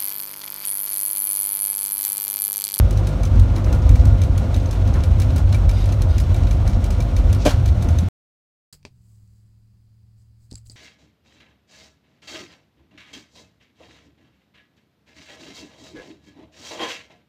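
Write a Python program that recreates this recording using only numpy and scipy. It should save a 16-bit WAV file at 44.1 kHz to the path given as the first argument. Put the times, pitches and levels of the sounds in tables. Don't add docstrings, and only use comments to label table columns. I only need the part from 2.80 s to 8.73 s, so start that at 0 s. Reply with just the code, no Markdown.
import sys
import numpy as np
from scipy import signal
from scipy.fft import rfft, irfft
from scipy.io import wavfile

SR = 44100
rng = np.random.default_rng(int(sys.argv[2]) if len(sys.argv) > 2 else 0)


def unload_audio(sound):
    columns = np.transpose(np.atleast_2d(sound))
    steps = np.round(np.clip(columns, -1, 1) * 32767)
    wavfile.write(sys.argv[1], SR, steps.astype(np.int16))


N = 261362

# (frequency [Hz], level [dB per Hz])
HISS_COLOUR = [(820, -23), (1400, -2), (1830, -5), (2020, -2.5), (3050, -5.5), (4060, -6.5), (4890, -13),
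               (6310, -12), (7750, -19), (8500, -16.5), (10600, -25.5), (15100, -25), (16200, -35.5)]
# (frequency [Hz], level [dB per Hz])
RATTLE_COLOUR = [(1200, -25), (2200, -2), (4000, 0.1), (6500, -4), (9000, -18), (14000, -30)]
# (frequency [Hz], width [Hz], lift [dB])
PANEL_RESONANCES = [(198.2, 35, 5.5), (291, 12, 3), (560, 72, 1), (624, 45, 5.5), (691, 66, 11),
                    (1423, 23, 9.5), (3830, 220, -0.5), (5540, 200, 4)]


def from_db(db):
    return 10 ** (np.asarray(db) / 20)


def rms_one(x):
    return x / np.sqrt(np.mean(x ** 2) + 1e-20)


def in_time(rows):
    time_s, level = np.transpose(rows)
    return np.interp(np.arange(N) / SR, time_s, level)


def drift(rate):
    r = np.exp(-80 * np.pi * rate / SR)
    chance = rng.standard_normal(N // 40 + 2002)
    slow = rms_one(signal.lfilter([1], [1, -2 * r, r * r], chance)[2000:])
    return np.interp(np.arange(N) / 40, np.arange(len(slow)), slow)


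def coloured(spectrum, peaks=()):
    hz = np.fft.rfftfreq(N, 1 / SR) + 1
    at_hz, level = np.transpose(spectrum)
    level_db = np.interp(np.log(hz), np.log(at_hz), level, left=-90, right=-90)
    for centre, width, lift_db in peaks:
        level_db = level_db + lift_db / (1 + (2 * (hz - centre) / width) ** 2)
    white = rfft(rng.standard_normal(N))
    return rms_one(irfft(white * from_db(level_db), N))


def below(noise, cutoff_hz):
    return signal.sosfilt(signal.butter(2, cutoff_hz, fs=SR, output="sos"), noise)


def ring(force, hz, t60):
    r, w = from_db(-60 / (t60 * SR)), 2 * np.pi * hz / SR
    return signal.lfilter([0, np.sin(w)], [1, -2 * r * np.cos(w), r * r], force + 1e-18)


def struck(at_s, gain, decay_s, rise_s=0.00068):
    strength = np.zeros(N)
    np.add.at(strength, np.round(np.asarray(at_s) * SR).astype(int), gain)
    dying = signal.lfilter([1], [1, -np.exp(-1 / (decay_s * SR))], strength + 1e-18)
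    r = np.exp(-1 / (rise_s * SR))
    return signal.lfilter([1 - r], [1, -r], dying)


def swell(start, end):
    progress = np.clip((np.arange(N) / SR - start) / (end - start), 0, 1)
    return np.sqrt(np.abs(np.sin(np.pi * progress)))


def tones(start_hz, slowing, level, orders, waver_db, wander):
    hz = start_hz * (1 - slowing * np.arange(N) / SR)
    level_db = in_time(level)
    phase = 2 * np.pi * np.cumsum(hz * (1 + wander * drift(3.18))) / SR
    total = np.zeros(N)
    for multiple, db in orders:
        gain = np.sqrt(2) * from_db(level_db + db + waver_db * drift(3.1))
        total += gain * np.sin(round(multiple) * phase + rng.uniform(0, 2 * np.pi))
    return total


def held_tone(start, end, hz, level_db, t60):
    tone = rms_one(ring(rng.standard_normal(N), hz, t60))
    return from_db(level_db + 2.5 * drift(25)) * swell(start, end) * tone


def carriage():
    # (frequency [Hz], level [dB per Hz])
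    boom_colour = [(22, -31), (38, -1), (95, 2), (170, -24), (220, -59.5), (370, -120)]
    rumble_colour = [(65, -49.5), (110, -8.5), (166, -11.5), (362, -16), (426, -24.5), (527, -17.5),
                     (686, -29), (768, -25), (962, -26.5), (1300, -30), (1420, -33.5), (1820, -43),
                     (2200, -56), (2860, -80), (4840, -120)]
    # (time [s], level [dB])
    boom_level = [(0, -9.5), (.16, -19.5), (.22, -23.5), (.5, -20.5), (.57, -8.5), (.79, -27), (.88, -16),
                  (.98, -16.5), (1.07, -9), (1.73, -20), (2.1, -17.5), (2.45, -13), (2.87, -13.5),
                  (3, -19.5), (3.1, -18), (3.68, -15), (3.79, -17), (4.57, -15.5), (4.66, -21),
                  (4.72, -12.5), (5.28, -14.5)]
    # (time [s], level [dB])
    rumble_level = [(0, -30), (.65, -29.5), (.88, -28), (1.05, -29), (2, -31), (2.16, -29.5), (2.3, -30),
                    (4.95, -31), (5.08, -28), (5.3, -34)]
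    hiss_db = -46.5
    jolts = drift(8.9)
    boom = from_db(in_time(boom_level) + 1.2 * drift(12)) * coloured(boom_colour)
    rumble_gain = from_db(in_time(rumble_level) + .8 * jolts + 0.783 * drift(27))
    rumble = rumble_gain * coloured(rumble_colour, PANEL_RESONANCES)
    hiss_gain = from_db(hiss_db + .7 * jolts + 1.01 * drift(30))
    hiss = hiss_gain * coloured(HISS_COLOUR, PANEL_RESONANCES)
    return boom + rumble + hiss


def rattle():
    at_s = rng.uniform(0, 5.9, 90)
    size_db = -50 + 3 * np.minimum(rng.exponential(1, len(at_s)), 3)
    return struck(at_s, from_db(size_db), 0.0088) * coloured(RATTLE_COLOUR, PANEL_RESONANCES)


def drive_hum():
    # (time [s], level [dB])
    hum_level = [(0, -13), (.6, -14), (1.5, -18), (2, -15), (3, -16), (3.5, -13.5), (4, -16.5), (4.5, -14),
                 (5, -22.5), (5.3, -54.5)]
    # (multiple of the turning speed [-], level [dB])
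    hum_orders = [(1, -5.5), (2, -9), (3, -21)]
    return tones(49.46, .006, hum_level, hum_orders, waver_db=2.5, wander=.004)


def rack_mesh():
    # (time [s], level [dB])
    mesh_level = [(0, -37), (2.1, -37), (2.5, -42), (5.3, -42)]
    # (multiple of the lowest note [-], level [dB])
    mesh_orders = [(1, -9), (2, -3.5), (3, -13), (4, -11)]
    return tones(128.3, .0018, mesh_level, mesh_orders, waver_db=4.0, wander=0.0061)


def thuds():
    # (time [s], level [dB], share of bright noise [0-1])
    thud_rows = [(.49, -36, 0.14), (0.555, -17, 0.08), (.765, -29.5, 0.66), (.86, -30.5, 0.8),
                 (1.08, -25, 0.15), (2.145, -25, 0.57), (2.431, -42, 0.03), (3.661, -33, 0.2),
                 (3.961, -16.5, 0.05), (5.05, -21.5, 0.15), (5.199, -20.5, 0.04)]
    # (frequency [Hz], level [dB per Hz])
    dull_colour = [(35, -20), (60, -4), (120, 11), (200, 17), (330, -2), (500, -42.5)]
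    bright_colour = [(200, -17), (330, 4.5), (700, -13), (1200, -9), (2000, -17.5), (3500, -28)]
    at_s, level_db, bright = np.transpose(thud_rows)
    bright = np.clip(bright, 0, 1)
    gain = from_db(level_db)
    dull_part = struck(at_s, gain * (1 - bright), 0.034, rise_s=.008) * coloured(dull_colour)
    bright_part = struck(at_s, gain * bright, 0.046, rise_s=0.0054) * coloured(bright_colour)
    return dull_part + bright_part


def squeaks():
    # (start [s], end [s], level [dB])
    squeak_rows = [(2.93, 3.055, -51), (3.28, 3.40, -56.5)]
    # (frequency [Hz], level [dB])
    squeak_modes = [(2850, -5), (3160, -5), (3580, -5), (3760, -1), (4230, -5), (4880, 1.5), (5500, -8),
                    (6300, -11), (8660, -9), (10000, -16), (11300, -17), (12600, -19)]
    # (start [s], end [s], frequency [Hz], level [dB])
    whistle = (2.12, 2.2, 1974, -52)
    hiss_over_squeak_db = 5.5
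    rubbed, rubbing = np.zeros(N), np.zeros(N)
    for start, end, level_db in squeak_rows:
        rubbing += from_db(level_db + hiss_over_squeak_db) * swell(start, end)
        for hz, db in squeak_modes:
            rubbed += held_tone(start, end, hz, level_db + db, t60=.09)
    return rubbed + rubbing * coloured(HISS_COLOUR) + held_tone(*whistle, t60=0.12)


def knock():
    # (time [s], level [dB])
    blows = [(4.655, -21.5), (4.659, -17), (4.6622, -10), (4.6655, -22), (4.672, -16), (4.679, -15)]
    # (frequency [Hz], level [dB], time to fall 60 dB [s])
    panel_modes = [(288, 0, 0.038), (502, 3, 0.044), (596, -0.5, 0.049), (400.6, -11.5, 0.016),
                   (800, -23, 0.012), (1544, -14.5, .03), (2352, -10, 0.046), (3150, -15, 0.038)]
    # (frequency [Hz], level [dB per Hz])
    rush_colour = [(440, -28.5), (700, -2), (1030, -6.5), (1560, -7), (2240, -17.5), (3010, -10),
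                   (3550, -14), (6020, -15), (13500, -30), (16200, -40)]
    scrape_start_s, scrape_db = 4.585, -42
    rush_db, treble_db = -21.5, 2
    rise_s, hold_s = .005, 0.044
    sag_db_per_s, fade_db_per_s, treble_fade_db_per_s = 90, 189, 88.5

    force = np.zeros(N)
    for at_s, level_db in blows:
        force[round(at_s * SR)] = from_db(level_db)
    rings = sum(from_db(db) * ring(force, hz, t60) for hz, db, t60 in panel_modes)

    noise = coloured(rush_colour)
    dull = below(noise, 7000)
    first_s = blows[0][0]
    since = np.maximum(np.arange(N) / SR - first_s + rise_s, 0)
    level_db = rush_db - sag_db_per_s * since - fade_db_per_s * np.maximum(since - hold_s, 0)
    crackle_db = 2 * drift(150)
    rush = np.minimum(since / rise_s, 1) * from_db(level_db + crackle_db)
    treble = from_db(treble_db - treble_fade_db_per_s * since)

    scrape_gain = from_db(scrape_db + 3 * drift(100)) * swell(scrape_start_s, first_s + .02)
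    scrape = scrape_gain * coloured(RATTLE_COLOUR, PANEL_RESONANCES)
    return rings + rush * (dull + treble * (noise - dull)) + scrape


def tick_rows():
    # (time into the turn [s], level [dB], rebound [dB], brightness [dB])
    contacts = [(0, -24.5, -14.5, 0), (0.0643, -23.5, -18, -5.5), (0.162, -22.5, -13, -0.5),
                (0.3247, -22, -4, -4.5), (0.4868, -22, -10.5, 0.5), (0.652, -22, -7.5, -5),
                (0.8184, -21, -11.5, -3)]
    # (time [s], level [dB])
    stray_ticks = [(0.843, -24), (1.858, -30), (2.5043, -28.5), (3.669, -25.5), (5.011, -31)]
    turn_s, first_turn_s = .98306, .1082
    # time [s], then level, rebound and brightness [dB]
    scatter = np.array([.0005, 1.2, 4, 2.5])
    rows = np.array([(first_turn_s + turn * turn_s + s, *db) for turn in range(6) for s, *db in contacts])
    rows = rows + rng.standard_normal(rows.shape) * scatter
    strays = [(s, db, -16, -25) for s, db in stray_ticks]
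    return np.r_[rows, strays]


def ticks():
    # (frequency [Hz], level [dB per Hz])
    snap_colour = [(700, -19.5), (1500, -1.5), (2300, -4.5), (4000, -3), (7000, -4.5), (10000, -6.5),
                   (13000, -11.5), (16400, -15.5)]
    # (frequency [Hz], level [dB], time to fall 60 dB [s])
    tick_modes = [(2330, 1.5, 0.058), (2885, -18, 0.041), (3770, 3, 0.025), (4150, 5, .02),
                  (5320, 0.5, 0.022), (6190, 9, .015), (6690, -2.5, 0.0093)]
    rebound_s, contact_s = .019, .0028
    at_s, peak_db, rebound_db, bright_db = tick_rows().T
    both_s = np.r_[at_s, at_s + rebound_s]
    level_db = np.r_[peak_db, peak_db + rebound_db]
    bright_db = np.r_[bright_db, bright_db - 3]
    snap = coloured(snap_colour)
    dull = below(snap, 6000)
    out = struck(both_s, from_db(level_db - 14), 2.2 * contact_s) * dull
    out += struck(both_s, from_db(level_db + bright_db - 11.5), contact_s) * (snap - dull)
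    out += struck(both_s, from_db(level_db - 21.5), 0.021) * snap
    chance = rng.standard_normal((len(both_s), len(tick_modes)))
    for k, (hz, mode_db, t60) in enumerate(tick_modes):
        gain = from_db(level_db + mode_db - 35 + 2.5 * chance[:, k])
        force = struck(both_s, gain, .002) * rng.standard_normal(N)
        out += ring(force, hz, t60)
    return out


def scene():
    background = carriage() + rattle()
    drive = drive_hum() + rack_mesh()
    events = thuds() + squeaks() + knock() + ticks()
    return (background + drive + events)[None]


def record(dry):
    top, stop_s, cutoff_hz = .97, 5.2863, 16450
    heard = signal.sosfilt(signal.butter(6, 37, "high", fs=SR, output="sos"), dry)
    rounded = heard / (1 + np.abs(heard / top) ** 6) ** (1 / 6)
    running = np.arange(N) < stop_s * SR
    return signal.sosfilt(signal.cheby2(12, 50, cutoff_hz, fs=SR, output="sos"), running * rounded)


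dry = scene()
out = record(dry)
unload_audio(out)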